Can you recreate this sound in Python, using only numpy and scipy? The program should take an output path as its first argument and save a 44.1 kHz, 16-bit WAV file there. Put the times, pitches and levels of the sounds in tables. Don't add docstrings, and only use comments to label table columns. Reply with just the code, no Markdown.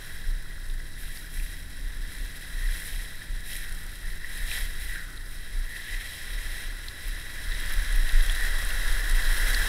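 import sys
import numpy as np
from scipy import signal
from scipy.fft import rfft, irfft
from scipy.io import wavfile

SR = 44100
rng = np.random.default_rng(int(sys.argv[2]) if len(sys.argv) > 2 else 0)


def pcm_store(signal):
    levels = np.round(np.clip(np.atleast_2d(signal), -1, 1) * 32767)
    wavfile.write(sys.argv[1], SR, levels.astype(np.int16).T)


N = 426888
TIME = np.arange(N) / SR
BINS = np.fft.rfftfreq(N, 1 / SR)
SWELL_AGE = np.arange(-SR // 4, SR // 4) / SR


def gain_of(db):
    return 10 ** (np.asarray(db) / 20)


def unit_rms(x):
    return x / np.sqrt(np.mean(x ** 2) + 1e-20)


def follow(table):
    times, *columns = np.transpose(table)
    return [np.interp(TIME, times, column) for column in columns]


def spectrum_db(points):
    hz, db = np.transpose(points)
    return np.interp(np.log(BINS + 1), np.log(hz + 1), db)


def add(mix, start_s, sound):
    part = mix[max(round(start_s * SR), 0):][:len(sound)]
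    part += sound[:len(part)]


def drift(rate_hz):
    return unit_rms(irfft(rfft(rng.standard_normal(N)) * np.exp(-(BINS / rate_hz) ** 2), N))


def coloured(x, db):
    phase = -signal.hilbert(np.log(gain_of(np.r_[db, db[-2:0:-1]]))).imag[:len(db)]
    return irfft(rfft(x) * gain_of(db) * np.exp(1j * phase), N)


def resonate(x, hz, width_hz):
    turn = np.exp(2j * np.pi * np.cumsum(hz) / SR)
    pole = np.exp(-np.pi * width_hz / SR)
    return 2 * (turn * signal.lfilter([1 - pole], [1, -pole], x / turn)).real


def swell(rise_s, fall_s):
    return np.exp(-(SWELL_AGE / np.where(SWELL_AGE < 0, rise_s, fall_s)) ** 2)


def swells(cues, rise_s, fall_s):
    power = np.zeros(N)
    for peak_s, db in cues:
        add(power, peak_s + SWELL_AGE[0], gain_of(db) ** 2 * swell(rise_s, fall_s))
    return power


# (frequency [Hz], width [Hz], boost [dB])
CASE_MODES = [(1046, 79, 3), (1715, 182, 8.5), (1951, 183, 12), (2710, 225, 6), (3243, 370, 11.5),
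              (3887, 420, 13.5), (5330, 700, 6.5), (7580, 420, 5.5), (8390, 630, 10), (9680, 820, 14.5),
              (10550, 580, 9), (11930, 1630, 9), (14300, 440, 5)]

def case_db():
    return sum(db * np.exp(-2 * ((BINS - hz) / width) ** 2) for hz, width, db in CASE_MODES)


def ping(hz, cycles):
    turns = np.arange(600) * hz / SR
    return turns / cycles * np.exp(1 - turns / cycles) * np.sin(2 * np.pi * turns)


def patter(per_s, spread_db, cycles):
    out, power = np.zeros(N), 0
    pitches = np.geomspace(1400, 15000, 20)
    for hz in pitches:
        share = hz / pitches.sum()
        hits = np.flatnonzero(rng.random(N) < share * per_s / SR)
        size = np.minimum(rng.exponential(1, N), 4.5)
        train = np.zeros(N)
        train[hits] = gain_of(spread_db * size[hits]) * (-1) ** hits
        grain = ping(hz, cycles)
        out += signal.oaconvolve(train, grain)[:N]
        power = power + share * abs(rfft(grain)) ** 2
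    power = np.interp(BINS, np.linspace(0, SR / 2, len(power)), power / power.max())
    return unit_rms(irfft(rfft(out) / np.sqrt(power + .03), N))


def water(eq, drops, drops_db, churn_db):
    foam = rng.standard_normal(N)
    splash = (foam + gain_of(drops_db) * drops) * gain_of(churn_db * drift(28))
    return unit_rms(coloured(splash, spectrum_db(eq) + case_db()))


# (frequency [Hz], gain [dB])
WASH_EQ = [(60, -3.5), (250, 0), (500, -5.5), (800, -10), (1200, -11.5), (1500, -1.5), (2300, -12),
           (2950, -22.5), (4500, -13.5), (6800, -19), (9000, -23.5), (12000, -27), (15500, -20)]

def wash(level_db=-48.5):
    drops = patter(per_s=4000, spread_db=4.5, cycles=2.26)
    return gain_of(level_db) * water(WASH_EQ, drops, drops_db=-5.5, churn_db=1.0)


# (frequency [Hz], gain [dB])
SPRAY_EQ = [(60, -12), (250, -32), (500, -9), (800, -12.5), (1200, -22), (1500, -7.5), (2300, -0.5),
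            (2950, -11), (4500, -10), (6800, -13), (9000, -17), (12000, -14), (15500, -17)]
# (start [s], length [s], level [dB], treble gain [dB])
SPRAY_CUES = [(0, 0.14, -52, 2), (0.95, 0.25, -48.5, 5), (1.28, 0.23, -48, 3.5), (2.033, 0.59, -49.5, 1),
              (2.65, 0.35, -43.5, 2), (3.44, 0.13, -40.5, 3), (4.257, 0.33, -43.5, 2), (4.451, 0.1, -34, 0),
              (4.74, 0.2, -42.5, 1), (5.695, 0.93, -42, -3), (6.937, 0.74, -47, -11), (7.467, 1, -42.5, -9),
              (9.242, 0.29, -48, 9)]
# (time [s], level [dB])
DRIZZLE_FADER = [(0, -51.5), (.7, -55.5), (1.7, -51.5), (3.3, -49), (4.1, -49.5), (5.05, -62), (5.35, -49),
                 (9.68, -45)]

def spray(rise_s=0.065, fall_s=0.12):
    drops = patter(per_s=9000, spread_db=4.0, cycles=0.68)
    splash = water(SPRAY_EQ, drops, drops_db=-2.0, churn_db=1.17)
    mist = signal.sosfiltfilt(signal.butter(2, 6500, "high", fs=SR, output="sos"), splash)
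    body_power = mist_power = gain_of(follow(DRIZZLE_FADER)[0]) ** 2
    for start, length, db, treble_db in SPRAY_CUES:
        age = TIME - start
        envelope = np.clip(age / rise_s, 0, 1) * np.exp(-np.maximum(age - length, 0) / fall_s)
        power = (gain_of(db) * envelope) ** 2
        body_power = body_power + power
        mist_power = mist_power + power * gain_of(treble_db) ** 2
    flicker = gain_of(1.3 * drift(8.4))
    return np.sqrt(body_power) * (splash - mist) + np.sqrt(mist_power) * flicker * mist


# (frequency [Hz], gain [dB])
SURGE_EQ = [(60, -15), (250, -12), (500, -9.5), (800, -12), (1200, -11), (1500, -1), (2300, -10.5),
            (2950, -18.5), (4500, -16), (6800, -19), (9000, -25.5), (12000, -24), (15500, -23)]
# (time [s], level [dB])
SURGE_FADER = [(0, -45), (.7, -59.5), (1.9, -53.5), (2.7, -45), (3.3, -52), (4.15, -50.5), (4.55, -42),
               (4.8, -47.5), (5.3, -53), (6.3, -46), (7.25, -46), (7.7, -38.5), (8.05, -38), (8.4, -35),
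               (9.1, -34), (9.55, -30), (9.68, -30)]

def surge():
    drops = patter(per_s=6000, spread_db=3.0, cycles=1.75)
    return gain_of(follow(SURGE_FADER)[0]) * water(SURGE_EQ, drops, drops_db=-6.0, churn_db=0.85)


# (frequency [Hz], gain [dB])
BUFFET_EQ = [(4, -32), (11, 8), (22, -0.5), (32, 3), (38, -8), (46, -21), (70, -36), (110, -32), (300, -60)]
RUMBLE_EQ = [(25, -4), (50, -1.5), (80, 1.5), (105, -11), (150, -13), (220, -20.5), (400, -38.5),
             (1000, -64)]
# (time [s], level [dB])
BUFFET_FADER = [(0, -35), (3.3, -39), (4.7, -32), (6.0, -38.5), (7.3, -38.5), (7.75, -22.5), (9.68, -26.5)]
# (time [s], level [dB])
RUMBLE_FADER = [(0, -48.5), (1.5, -48), (5.5, -52), (7.3, -47), (8.1, -47.5), (9.2, -47.5), (9.68, -45)]

def wind():
    buffet_db, = follow(BUFFET_FADER)
    flow_db, = follow(RUMBLE_FADER)
    gust_db = 10 * np.log10(gain_of(buffet_db) ** 2 + swells(JOLT_CUES, JOLT_RISE_S, JOLT_FALL_S))
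    shake = signal.hilbert(coloured(rng.standard_normal(N), spectrum_db(BUFFET_EQ)))
    shake = unit_rms(shake.real / (abs(shake) + 0.79 * shake.std()))
    shake *= gain_of(buffet_db + 0.79 * drift(16))
    shake = signal.sosfiltfilt(signal.butter(2, 80, fs=SR, output="sos"), shake)
    rumble = unit_rms(coloured(rng.standard_normal(N), spectrum_db(RUMBLE_EQ)))
    return shake + gain_of(flow_db + 0.22 * (gust_db - gust_db.mean())) * rumble


# (time [s], firing rate [Hz], exhaust level [dB], propeller level [dB])
ENGINE_CURVES = [(0, 264.8, -84, -58), (1, 258.8, -66.5, -58), (1.6, 268.2, -61.5, -59),
                 (3, 270.5, -67.5, -58.5), (4.5, 266.7, -68, -58.5), (6, 270.2, -69.5, -65.5),
                 (8.4, 272.6, -66, -68.5), (9.68, 274.7, -59, -55)]

def boat(firings_per_blade_beat=1.622):
    firing_hz, exhaust_db, propeller_db = follow(ENGINE_CURVES)
    angle = 2 * np.pi * np.cumsum(firing_hz * (1 + 0.0016 * drift(6.1))) / SR
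    exhaust = gain_of(exhaust_db + drift(3.8)) * np.sin(angle)
    propeller = gain_of(propeller_db + drift(5.4)) * np.sin(angle / firings_per_blade_beat)
    return np.sqrt(2) * (exhaust + propeller)


# (frequency [Hz], level [dB])
HUM_TONES = [(60.5, -52.5), (90.5, -58), (122, -60.5), (152, -71.5), (313, -74), (345, -74.5), (375.5, -74)]
WHINE_TONES = [(10000, -69.5)]

def hum():
    return np.sqrt(2) * sum(gain_of(db) * np.sin(2 * np.pi * hz * TIME + 0.4 * drift(11.0))
                            for hz, db in HUM_TONES + WHINE_TONES)


# (frequency [Hz], gain [dB])
SPATTER_EQ = [(1000, -33), (2500, -7), (4000, 0.5), (7000, -3), (12000, 0), (15500, -22)]
# (time [s], level [dB])
SPATTER_FADER = [(0, -63), (4, -57), (5.3, -60), (6.8, -76), (7.4, -54.5), (8.3, -47.5), (8.8, -48.5),
                 (9.68, -46)]

def spatter(per_s=90, spread_db=4.2, burst_s=.0025):
    size = gain_of(spread_db * np.minimum(rng.exponential(1, N), 3))
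    hits = rng.random(N) < per_s / SR
    bursts = signal.lfilter([1], [1, -np.exp(-1 / (burst_s * SR))], size * hits)
    fizz = coloured(bursts * rng.standard_normal(N), spectrum_db(SPATTER_EQ) + .5 * case_db())
    return gain_of(follow(SPATTER_FADER)[0]) * unit_rms(fizz)


# (time [s], level [dB])
JOLT_CUES = [(0.289, -24), (0.719, -28), (1.06, -32), (1.401, -26), (1.85, -28.5), (2.01, -30),
             (2.209, -30), (2.57, -27.5), (2.67, -22.5), (2.96, -29), (3.319, -27.5), (3.579, -32.5),
             (3.719, -33), (4.05, -26), (4.429, -27), (4.619, -27.5), (4.85, -29.5), (5.57, -24.5),
             (5.95, -31), (6.341, -29.5), (6.47, -29), (6.69, -32), (7.08, -27), (7.499, -28), (7.799, -21),
             (7.97, -20), (8.16, -17), (8.29, -22), (8.621, -24), (8.9, -23.5), (9.139, -21.5),
             (9.298, -21), (9.46, -23.5), (9.61, -22)]
JOLT_RISE_S, JOLT_FALL_S = 0.027, 0.053

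def jolts(rock_hz=30.1, scatter=0.13, overtone_db=-21):
    out = np.zeros(N)
    envelope = np.sqrt(2 * swell(JOLT_RISE_S, JOLT_FALL_S))
    for peak_s, db in JOLT_CUES:
        phase, detune = rng.uniform(-1, 1, 2)
        angle = 2 * np.pi * rock_hz * (1 + scatter * detune) * SWELL_AGE + np.pi * phase
        swing = np.sin(angle) + gain_of(overtone_db) * np.sin(2 * angle)
        add(out, peak_s + SWELL_AGE[0], gain_of(db) * envelope * swing)
    return out


# (time [s], level before case and trim [dB], pitch [Hz])
DROP_CUES = [(.699, -36, 3700), (1.1735, -32, 4660), (1.3992, -30, 2450), (3.531, -29, 3150),
             (4.2448, -29, 1940), (4.515, -20, 2450), (4.895, -29, 1950), (5.176, -34.5, 3940),
             (6.8841, -24.5, 4100), (7.082, -28, 13000), (7.52, -29, 3770), (7.605, -30, 11000),
             (7.6605, -30, 8200), (7.724, -26, 11600), (7.7358, -25, 10700), (7.824, -31, 11300),
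             (7.96, -26, 11430), (8.0925, -26.5, 3820), (8.208, -25, 3740), (8.2257, -27, 10700),
             (8.297, -20.5, 3350), (8.3212, -26, 9300), (8.650, -25, 8850), (8.705, -25, 2750),
             (9.3293, -26, 9300), (9.5463, -15, 4370)]

def drop_strikes(ring=.4, fizz_db=-8, fizz_s=.0028, trim_db=-5):
    out, age = np.zeros(N), np.arange(600) / SR
    for start, db, hz in DROP_CUES:
        band = signal.butter(2, [.7 * hz, 1.4 * hz], "band", fs=SR, output="sos")
        fizz = unit_rms(signal.sosfilt(band, rng.standard_normal(len(age)))) * np.exp(-age / fizz_s)
        add(out, start, gain_of(db) * (ping(hz, cycles=2.4) + gain_of(fizz_db) * fizz))
    return gain_of(trim_db) * coloured(out, ring * case_db())


# (time [s], level [dB])
SLAP_CUES = [(2.65, -45), (3.66, -48.5), (4.09, -44), (4.25, -46.5), (4.4, -44.5), (4.6, -48), (4.945, -41),
             (5.75, -41.5), (5.94, -39), (8.43, -36)]

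def slaps(centre_hz=1865, width_hz=310):
    hz = np.full(N, centre_hz)
    slosh = resonate(resonate(rng.standard_normal(N), hz, width_hz), hz, width_hz)
    envelope = np.sqrt(swells(SLAP_CUES, rise_s=0.05, fall_s=0.058))
    return envelope * unit_rms(coloured(slosh, .5 * case_db()))


# (time [s], level [dB])
RUNOFF_CUES = [(3.65, -49), (4.54, -57), (4.96, -44.5)]

def runoff(start_hz=1600, end_hz=1260, sink_s=0.22, rise_s=0.051, fall_s=0.14):
    out = np.zeros(N)
    trickle = rng.standard_normal(N) * gain_of(0.97 * drift(40))
    for peak_s, db in RUNOFF_CUES:
        before, after = np.maximum(peak_s - TIME, 0), np.maximum(TIME - peak_s, 0)
        hz = end_hz + (start_hz - end_hz) * np.exp(-after / sink_s)
        gurgle = unit_rms(resonate(resonate(trickle, hz, width_hz=190), hz, width_hz=380))
        out += gain_of(db) * np.exp(-before / rise_s - after / fall_s) * gurgle
    return out


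def scene():
    beds = wash() + spray() + surge() + wind() + boat() + hum() + spatter()
    spots = jolts() + drop_strikes() + slaps() + runoff()
    return (beds + spots)[None]


def record(dry):
    high_cut = signal.firwin(1023, 15720, window=("kaiser", 9), fs=SR)
    return signal.oaconvolve(dry, high_cut[None], "same")


dry = scene()
out = record(dry)
pcm_store(out)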